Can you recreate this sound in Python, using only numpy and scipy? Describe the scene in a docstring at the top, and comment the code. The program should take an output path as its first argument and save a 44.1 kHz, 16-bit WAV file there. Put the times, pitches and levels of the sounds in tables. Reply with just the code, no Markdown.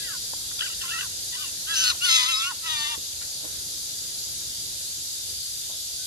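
"""A tame jay on a log, close to the microphone, begs with a few soft mews, then three harsh rasps,
takes its food and flutters up the woodpile. The two sides of its syrinx sound at different pitches and
modulate each other, which makes the rasp. Insects hiss all around in the trees over a faint low
rumble, and a far bird whistles at the end. The recorder's gain ducks a little after the loudest call."""
import sys
import numpy as np
from scipy import signal
from scipy.fft import rfft, irfft, next_fast_len
from scipy.io import wavfile
from scipy.ndimage import uniform_filter1d, map_coordinates

SR = 44100
rng = np.random.default_rng(int(sys.argv[2]) if len(sys.argv) > 2 else 0)


def materialize(psi):
    """Save the field psi as 16-bit PCM at rate SR to the path in sys.argv[1].

    A 1-D psi becomes a single channel; in a 2-D psi each row is a channel.
    """
    bounded = np.clip(np.atleast_2d(psi).T, -1, 1)
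    quanta = np.round(bounded * 32767).astype(np.int16)
    wavfile.write(sys.argv[1], SR, quanta)


N = 267510


def amp(db):
    """Decibels to gain."""
    return 10 ** (np.asarray(db) / 20)


def unit(x):
    """Scaled to rms 1."""
    return x / np.sqrt(np.mean(x ** 2) + 1e-20)


def along(points, hz):
    """(Hz, value) points read on a log axis."""
    f, v = np.transpose(points)
    return np.interp(np.log(hz + 1), np.log(f + 1), v)


def curves(rows):
    """One value per sample for each column after the time."""
    s, *cols = np.transpose(rows)
    return [np.interp(np.arange(N) / SR, s, c) for c in cols]


def wobble(rate):
    """A smooth random curve, rate knots a second."""
    knots = rng.standard_normal(int(N * rate / SR) + 4)
    return map_coordinates(knots, [np.arange(N) * rate / SR])


def filtered(x, response):
    """x times a complex response of frequency."""
    n = x.shape[-1]
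    m = next_fast_len(n + SR // 4)
    return irfft(rfft(x, m) * response(np.fft.rfftfreq(m, 1 / SR)), m)[..., :n]


def steady(x):
    """x held at rms 1, keeping its fast beats."""
    power = np.abs(uniform_filter1d(x ** 2, size=SR // 40))
    return x / np.sqrt(power + 1e-4 * np.mean(x ** 2))


def rush(spectrum, likeness, patchy_db):
    """Stereo noise of rms 1 with patches of random gain."""
    z = signal.stft(rng.standard_normal((2, N)), nperseg=512)[2]
    patches = uniform_filter1d(rng.standard_normal(z.shape[1:]), size=5, axis=0)
    patches = unit(uniform_filter1d(patches, size=12, axis=1))
    pair = signal.istft(z * amp(patchy_db * patches), nperseg=512)[1][:, :N]
    turn = lambda hz: np.arccos(np.clip(along(likeness, hz), -1, 1)) / 2
    mid, side = filtered(pair, lambda hz: amp(along(spectrum, hz)) * [np.cos(turn(hz)), np.sin(turn(hz))])
    return unit(np.array([mid + side, mid - side]))


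def fades(s, attack_s, release_s):
    """Straight rise at the start and fall at the end of a call, each 0-1."""
    return np.minimum((s - s[0]) / attack_s, 1), np.minimum((s[-1] - s) / release_s, 1)


def mews(sum_db=-7, gape=0.152):
    """Soft begging: both pitches swoop with the pressure as the mouth glides. Yields rows of controls."""
    # Each row: mouth resonance in Hz at start and end, other side against leading side in dB, course.
    # Each course row: time in seconds, leading and other pitch in Hz, voice and rasp in dB, roughness 0-1.
    calls = [((2300, 3300), -1.5, [(-.03, 1808, 2200, -51, -43, 0.31), (.08, 1505, 1860, -44, -46, 0.33),
             (.15, 1100, 1500, -43, -47, 0.48), (.18, 980, 1400, -67, -60, .4)]), ((3300, 2500),
             -3, [(.583, 1100, 1300, -58, -41, .6), (.603, 1276, 1450, -43, -27.5, 0.66),
             (.621, 1338, 1700, -36, -28.5, 0.49), (.638, 1537, 2230, -37, -35, 0.4),
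             (.658, 1637, 2300, -38, -36, 0.34), (.676, 1235, 1650, -51, -37, 0.43),
             (.692, 1006, 1350, -41, -39, 0.45)]), ((2500, 3000), 3, [(.693, 980, 1340, -42, -37, 0.41),
             (.715, 937, 1300, -58, -43, .5), (.745, 892, 1400, -60, -42, .6)]), ((2950, 2700),
             -2.5, [(.795, 1750, 2100, -52, -42, 0.59), (.82, 1326, 1620, -46.5, -35.5, 0.79),
             (.842, 1108, 1400, -43.5, -40, 0.71), (.878, 1000, 1280, -48.5, -40, 0.59),
             (.912, 1352, 1600, -41, -31.5, 0.58), (.934, 1339, 1840, -33.5, -36, 0.23),
             (.975, 1295, 1920, -37.5, -37, .45), (1.002, 1452, 1900, -38.5, -30, .95),
             (1.035, 1220, 1620, -39.5, -41, .65), (1.078, 800, 1180, -59, -62, .3)]), ((3500, 2530),
             -10, [(1.318, 877, 1700, -62, -40, 0.78), (1.35, 959, 1730, -54, -36, 0.74),
             (1.38, 1240, 1500, -49, -45, 0.23), (1.42, 1236, 1540, -45, -37, .2),
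             (1.445, 1134, 1480, -47.5, -36, 0.42), (1.462, 951, 1380, -59, -43, 0.51),
             (1.505, 898, 1400, -68, -49, 0.62)])]
    for mouth_ends_hz, other_db, course in calls:
        knots, *cols = np.transpose(course)
        s = np.linspace(knots[0], knots[-1], 200)
        lead_hz, other_hz, voice_db, rasp_db, rough = [np.interp(s, knots, c) for c in cols]
        rise, fall = fades(s, attack_s=0.011, release_s=0.01)
        voice, rasp = rise * fall * amp([voice_db, rasp_db])
        mouth_hz = np.linspace(*mouth_ends_hz, len(s))
        yield np.column_stack(np.broadcast_arrays(
            s, lead_hz, other_hz, voice, rasp, rough, mouth_hz, other_db, sum_db, gape))


def syrinx(lead_hz, other_hz, mouth_hz, other_db, sum_db, jitter, sounding, mouth_width_hz):
    """Two coupled, trembling membranes. Returns fundamentals, overtones with sum tones, and their beat."""
    shared, tremor = wobble(350), 1 + .0075 * wobble(55)
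    lead, other = [2 * np.pi * np.cumsum(hz * tremor * (1 + jitter * (shared + wobble(800)))) / SR
                   for hz in (lead_hz, other_hz)]
    controls = [lead, other, lead_hz, other_hz, mouth_hz, other_db, sum_db]
    a, b, a_hz, b_hz, mouth_hz, other_db, sum_db = [v[sounding] for v in controls]
    knot = np.flatnonzero(sounding) * 45 / SR
    tones = np.zeros((2, N))
    for k in range(1, 11):
        for j in range(-1, k + 2):  # j of the k multiples come from the other side
            if j == 0:  # harmonics of the leading side
                db = 0
            elif j == k:  # harmonics of the other side
                db = other_db if k == 1 else sum_db + (2 if k == 2 else 0)
            elif 0 < j < k:  # sum tones
                db = sum_db - 2
            else:  # difference tones
                db = sum_db - 15 + (other_db if k == 1 else 0)
            partial_hz = (k - j) * a_hz + j * b_hz
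            mouth_db = 8.5 / (1 + ((partial_hz - mouth_hz) / mouth_width_hz) ** 2)
            drift = rng.standard_normal(N // 900)
            waver_db = 3 * np.interp(knot, np.arange(len(drift)), drift)  # each partial swells on its own
            phase = (k - j) * a + j * b + rng.uniform(0, 2 * np.pi)
            tones[min(k - 1, 1), sounding] += amp(db + mouth_db + waver_db) * np.sin(phase)
    return tones[0], tones[1], np.cos(lead - other)


def jay(mouth_width_hz=430):
    """Fundamentals (voice) and overtones (rasp) swell separately; turbulence puffs and rings the mouth."""
    # The windpipe. Each row: frequency in Hz, gain in dB.
    throat = [(500, -42), (900, -17.5), (1300, -15), (1950, -3.5), (2280, -12), (2720, -7.5), (3300, -3),
              (4100, -10.5), (5250, -7.5), (5600, -14), (6300, -6.5), (7500, -18.5), (9500, -17.5),
              (11500, -21.5), (13000, -28)]
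    controls = curves(sorted(np.vstack([*mews(), *harsh_calls()]).tolist()))
    lead_hz, other_hz, voice_gain, rasp_gain, rough, mouth_hz, other_db, sum_db, gape = controls
    sounding = voice_gain > amp(-68)
    slack = rough * (1 - gape)  # soft calls stutter in pitch and level, unlike calls at full pressure
    flutter = 1 + .06 * slack * wobble(90)
    gravel = amp(7 * slack * wobble(190))
    jitter = .013 * (.8 * rough + 2.9 * slack)
    fundamentals, overtones, beat = syrinx(
        flutter * lead_hz, flutter * other_hz, mouth_hz, other_db, sum_db, jitter, sounding, mouth_width_hz)
    puffs = rng.standard_normal(N) * (1 + 0.5 * beat)
    low = lambda hz: 1 / (1 + (hz / 2400) ** 16)
    low_puffs = (.36 + .7 * slack) * rough * unit(filtered(puffs, low))
    high_puffs = (.62 * rough + .5 * slack) * unit(filtered(puffs, lambda hz: 1 - low(hz)))
    mouth_phase = 2 * np.pi * np.cumsum(mouth_hz) / SR
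    hiss = wobble(mouth_width_hz) * np.cos(mouth_phase) + wobble(mouth_width_hz) * np.sin(mouth_phase)
    crackle = amp(2.2 * rough * wobble(300))
    voice = gravel * np.sqrt(crackle) * (steady(fundamentals) + low_puffs)
    rasp = gravel * crackle * (steady(overtones) + high_puffs + (.1 * rough + .7 * slack) * hiss)
    voice, rasp = [steady(filtered(v, lambda hz: amp(along(throat, hz)))) for v in (voice, rasp)]
    # with the bill half closed the voice loses its top and the rasp narrows to the band of the mouth
    dull = steady(filtered(voice, lambda hz: 1 / (1 + (hz / 1900) ** 10)))
    muffled = steady(filtered(rasp, lambda hz: hz ** 4 / (hz ** 4 + 1900 ** 4) / (1 + (hz / 4300) ** 6)))
    voice = gape * voice + (1 - gape) * dull
    rasp = gape * rasp + (1 - gape) * muffled
    return voice_gain * voice + rasp_gain * rasp


def insects(shrill_hz=4815, half_width_hz=105):
    """A wide chorus in the trees, uneven from pitch to pitch, with one shrill band that flutters."""
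    # The chorus. Each row: frequency in Hz, relative level in dB.
    spectrum = [(1200, -43), (2200, -25.5), (2950, -17), (3450, -7.5), (4400, -6), (4800, -6.5),
                (5300, -8.5), (6000, -6.5), (6700, -4), (7900, -9), (8400, -6), (10500, -12), (12300, -13),
                (13600, -10)]
    # Its spread. Each row: frequency in Hz, left-right likeness from -1 to 1.
    likeness = [(1500, 0.093), (7800, 0.041), (8500, -0.75), (10000, -0.2), (11000, 1), (12200, 0.5),
                (13200, -0.97)]
    # The shrillest insects. Each row: time in seconds, level in dB.
    swell = [(0, -40.5), (1.5, -43.5), (2.6, -43), (3.6, -44.5), (4.3, -42), (5.4, -42), (6.07, -42.5)]
    chorus = amp(-30.5 + 0.098 * wobble(20.88)) * rush(spectrum, likeness, patchy_db=1.2)
    uneven_db = 1.2 * rng.standard_normal(SR // 200)
    bands_hz = np.linspace(0, SR / 2, len(uneven_db))
    chorus = filtered(chorus, lambda hz: amp(np.interp(hz, bands_hz, uneven_db)))
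    band = lambda hz: 1 / (1 + ((hz - shrill_hz) / half_width_hz) ** 2)
    shrill = unit(filtered(rng.standard_normal((2, N)), band))
    shrill_db, = curves(swell)
    shrill *= amp(shrill_db + wobble(5) + 1.8 * wobble(90))
    return (chorus + shrill) * amp([[.3], [-.3]])  # a touch to the left


def air():
    """Low rumble of the open air, slowly swelling and easing."""
    # The rumble. Each row: frequency in Hz, relative level in dB.
    spectrum = [(20, -23), (55, 0), (72, 0.5), (92, 0), (160, -6), (250, -10), (330, -7), (420, -9),
                (520, -7.5), (750, -13), (1150, -17.5), (1600, -12), (2800, -17.5), (5000, -70)]
    # Its spread. Each row: frequency in Hz, left-right likeness from -1 to 1.
    likeness = [(60, 0.94), (130, 1), (300, 0.13), (640, -0.34), (1500, -0.26)]
    # Its slow fall. Each row: time in seconds, level in dB.
    levels = [(0, -49.5), (2.8, -49.5), (3.7, -50), (4.6, -50.5), (5.2, -52), (6.07, -53)]
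    level_db, = curves(levels)
    return amp(level_db + .5 * wobble(6)) * rush(spectrum, likeness, patchy_db=1.3)


def knocks(width_octaves=0.54):
    """Feet, bill and wings close by: bursts of band noise; the longer one lasts, the softer it starts."""
    # Taps, flaps and rustles. Each row: start in seconds, level in dB, centre in Hz, t60 in seconds.
    taps = [(.335, -32.5, 730, 0.013), (0.513, -41, 1640, 0.025), (1.949, -43, 1095, 0.037),
            (2.975, -39, 302, 0.068), (3.21, -44.5, 1920, 0.14), (3.43, -42.5, 330, 0.17),
            (3.435, -51.5, 820, 0.2), (4.33, -55, 151, 0.21), (4.46, -52, 120, 0.23),
            (4.58, -56, 148, 0.28), (4.721, -53.5, 120, 0.27), (5.69, -51.5, 714, 0.19)]
    out, t = np.zeros(N + SR), np.arange(SR // 4) / SR
    for s, db, centre_hz, t60 in taps:
        band = lambda hz: np.exp(-.5 * (np.log2((hz + 1) / centre_hz) / width_octaves) ** 2)
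        burst = unit(filtered(rng.standard_normal(len(t)), band))
        rise_s = 0.062 * t60
        envelope = np.minimum(t / rise_s, 1) * amp(db - 60 * np.maximum(t - rise_s, 0) / t60)
        out[round(s * SR):][:len(t)] += burst * envelope
    return out[:N]


def harsh_calls(sag_s=.032):
    """The voice holds level under a swelling rasp; pitch sags as pressure goes. Yields rows of controls."""
    # Each row: voice in dB, opening of the bill 0-1, share of pitch lost at the end, course.
    # Each course row: time in seconds, leading and other pitch in Hz, rasp in dB, roughness 0-1, mouth
    # resonance in Hz, then the other side's fundamental and the coupling, in dB against the leading side.
    calls = [(-35, 0.99, .25, [(1.662, 1476, 1204, -29, 0.81, 3200, 7, -4),
             (1.715, 1695, 1354, -28.5, .85, 3500, -3, -6), (1.742, 1637, 1345, -27, 0.89, 3800, -5, -4),
             (1.77, 1542, 1293, -23.5, 0.77, 5900, -10, -4), (1.82, 1520, 1309, -22.5, .8, 6000, -6, -2),
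             (1.85, 1480, 1272, -22, 0.98, 4600, 0, -1), (1.895, 1443, 1240, -20.5, 0.93, 4150, -6, -7),
             (1.938, 1380, 1188, -26, 0.88, 4100, 0, -5)]),
             (-35.5, .95, .33, [(2.005, 1356, 1138, -20.5, 0.53, 2700, -3, -8),
             (2.047, 1495, 1130, -20, 0.5, 3150, -9, -14), (2.075, 1433, 1088, -23.5, 0.63, 4200, -12, -4),
             (2.1, 1321, 1037, -19.5, 0.55, 4200, -8, 2), (2.15, 1305, 1026, -15, 0.47, 3900, -9, -5),
             (2.19, 1268, 1023, -18, 0.64, 3500, -8, 1), (2.255, 1235, 1004, -23, .9, 4100, -6, -2.5),
             (2.305, 1365, 1052, -23, 0.52, 2750, -8, -7), (2.345, 1252, 1050, -22, .3, 3900, -14, -10),
             (2.375, 1320, 1096, -25.5, .3, 5090, -11, -5.5), (2.43, 1344, 1125, -25, 0.34, 2885, -4, -3.5),
             (2.48, 1437, 1097, -28, .25, 2924, -4.5, -7), (2.54, 1500, 1073, -53, 0.5, 2980, 0, -4)]),
             (-39.5, 0.74, 0.111, [(2.618, 1347, 1006, -43, 0.48, 2600, -2, -2),
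             (2.665, 1307, 973, -31, 0.42, 3000, -5, -6), (2.705, 1234, 934, -26, 0.27, 3600, -6.5, 3),
             (2.76, 1203, 935, -27.5, 0.16, 3600, -4, -1), (2.795, 1170, 913, -27.5, 0.27, 4700, -5, -1),
             (2.83, 1165, 897, -26.5, 0.28, 3560, -7, 6), (2.92, 1198, 937, -30, 0.37, 3450, -5, -1),
             (2.972, 1167, 920, -28, 0.56, 3400, 1, 1.5)])]
    for voice_db, gape, sag_share, course in calls:
        knots, *cols = np.transpose(course)
        s = np.linspace(knots[0], knots[-1], 300)
        lead_hz, other_hz, rasp_db, rough, mouth_hz, other_db, sum_db = [
            np.interp(s, knots, c) for c in cols]
        rise, fall = fades(s, attack_s=0.043, release_s=0.03)
        sag = 1 - sag_share * np.maximum(1 - (s[-1] - s) / sag_s, 0)
        voice = rise * fall * amp(voice_db)
        rasp = rise * fall ** 2 * amp(rasp_db)  # dies before the voice
        yield np.column_stack(np.broadcast_arrays(
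            s, sag * lead_hz, sag * other_hz, voice, rasp, rough, mouth_hz, other_db, sum_db, gape))


def far_bird():
    """One thin, slightly rising whistle from far off in the trees."""
    # Each row: time in seconds, pitch in Hz, level in dB.
    whistle = [(5.96, 1453, -92), (5.99, 1500, -59), (6.07, 1530, -61)]
    pitch_hz, level_db = curves(whistle)
    pitch_hz *= 1 + 0.0103 * wobble(110)
    return amp(level_db) * unit(np.sin(2 * np.pi * np.cumsum(pitch_hz) / SR))


def microphone(x):
    """A near source reaches the two microphone ports with different level and phase."""
    # Each row: frequency in Hz, left minus right in dB.
    side = [(200, -5.5), (600, -15.5), (1000, -4), (1450, -8.5), (2000, 4.5), (2700, 3.5), (4400, 7.5),
            (8100, 4.5), (13000, -3)]
    # Each row: frequency in Hz, lead of the left port in radians.
    lead = [(100, 8), (1000, -0.5), (1300, -2.5), (1550, 1.5), (2000, -2), (2280, -2), (2670, -1.28),
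            (3800, -5), (6000, -8), (8350, -8.5), (11000, -7.5), (13100, -3.5)]
    half = lambda hz: amp(along(side, hz) / 2) * np.exp(.5j * along(lead, hz))
    return filtered(x, lambda hz: np.array([half(hz), 1 / half(hz)]))


def woods(x, logs_db, trees_db, logs_t60=.035):
    """The nearby logs scatter the sound at once; the trees add a faint tail."""
    # Decay among the trees. Each row: frequency in Hz, t60 in seconds.
    decay = [(300, 0.14), (2500, 0.77), (12000, 0.033)]
    hz, t, z = signal.stft(rng.standard_normal((2, SR // 2)), SR, nperseg=256)
    tail = signal.istft(z * amp(-60 * t / along(decay, hz)[:, None]), SR, nperseg=256)[1]
    logs = rng.standard_normal(tail.shape) * amp(-60 * np.arange(tail.shape[1]) / SR / logs_t60)
    echo = amp(trees_db) * tail / np.linalg.norm(tail[0]) + amp(logs_db) * logs / np.linalg.norm(logs[0])
    delayed = np.pad(x, (SR // 500, 0))
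    return signal.fftconvolve(delayed[None], echo, axes=1)[:, :N]


def scene():
    """The jay close to the microphone, shifting on its log, the wood all around."""
    # The jay's shifts. Each row: time in seconds, left minus right in dB.
    pan = [(1.0, 0), (1.8, -2), (2.2, -1.2), (2.8, -.5)]
    pan_db, = curves(pan)
    bird = jay() + knocks()
    direct = microphone(bird) * amp([pan_db / 2, -pan_db / 2])
    return direct + woods(bird, logs_db=-9, trees_db=-22) + far_bird() + insects() + air()


def record(dry, limit_db=-17, recovery_db_per_s=1.1, top_hz=13200):
    """The gain control backs off at the loudest call and creeps up again; nothing passes above top_hz."""
    power = np.abs(uniform_filter1d(np.mean(dry ** 2, axis=0), size=SR // 15))
    over_db = np.maximum(10 * np.log10(power + 1e-12) - limit_db, 0)
    recovered_db = recovery_db_per_s * np.arange(N) / SR
    cut_db = np.maximum.accumulate(over_db + recovered_db) - recovered_db
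    return filtered(dry * amp(-cut_db), lambda hz: hz < top_hz)


dry = scene()
out = record(dry)
materialize(out)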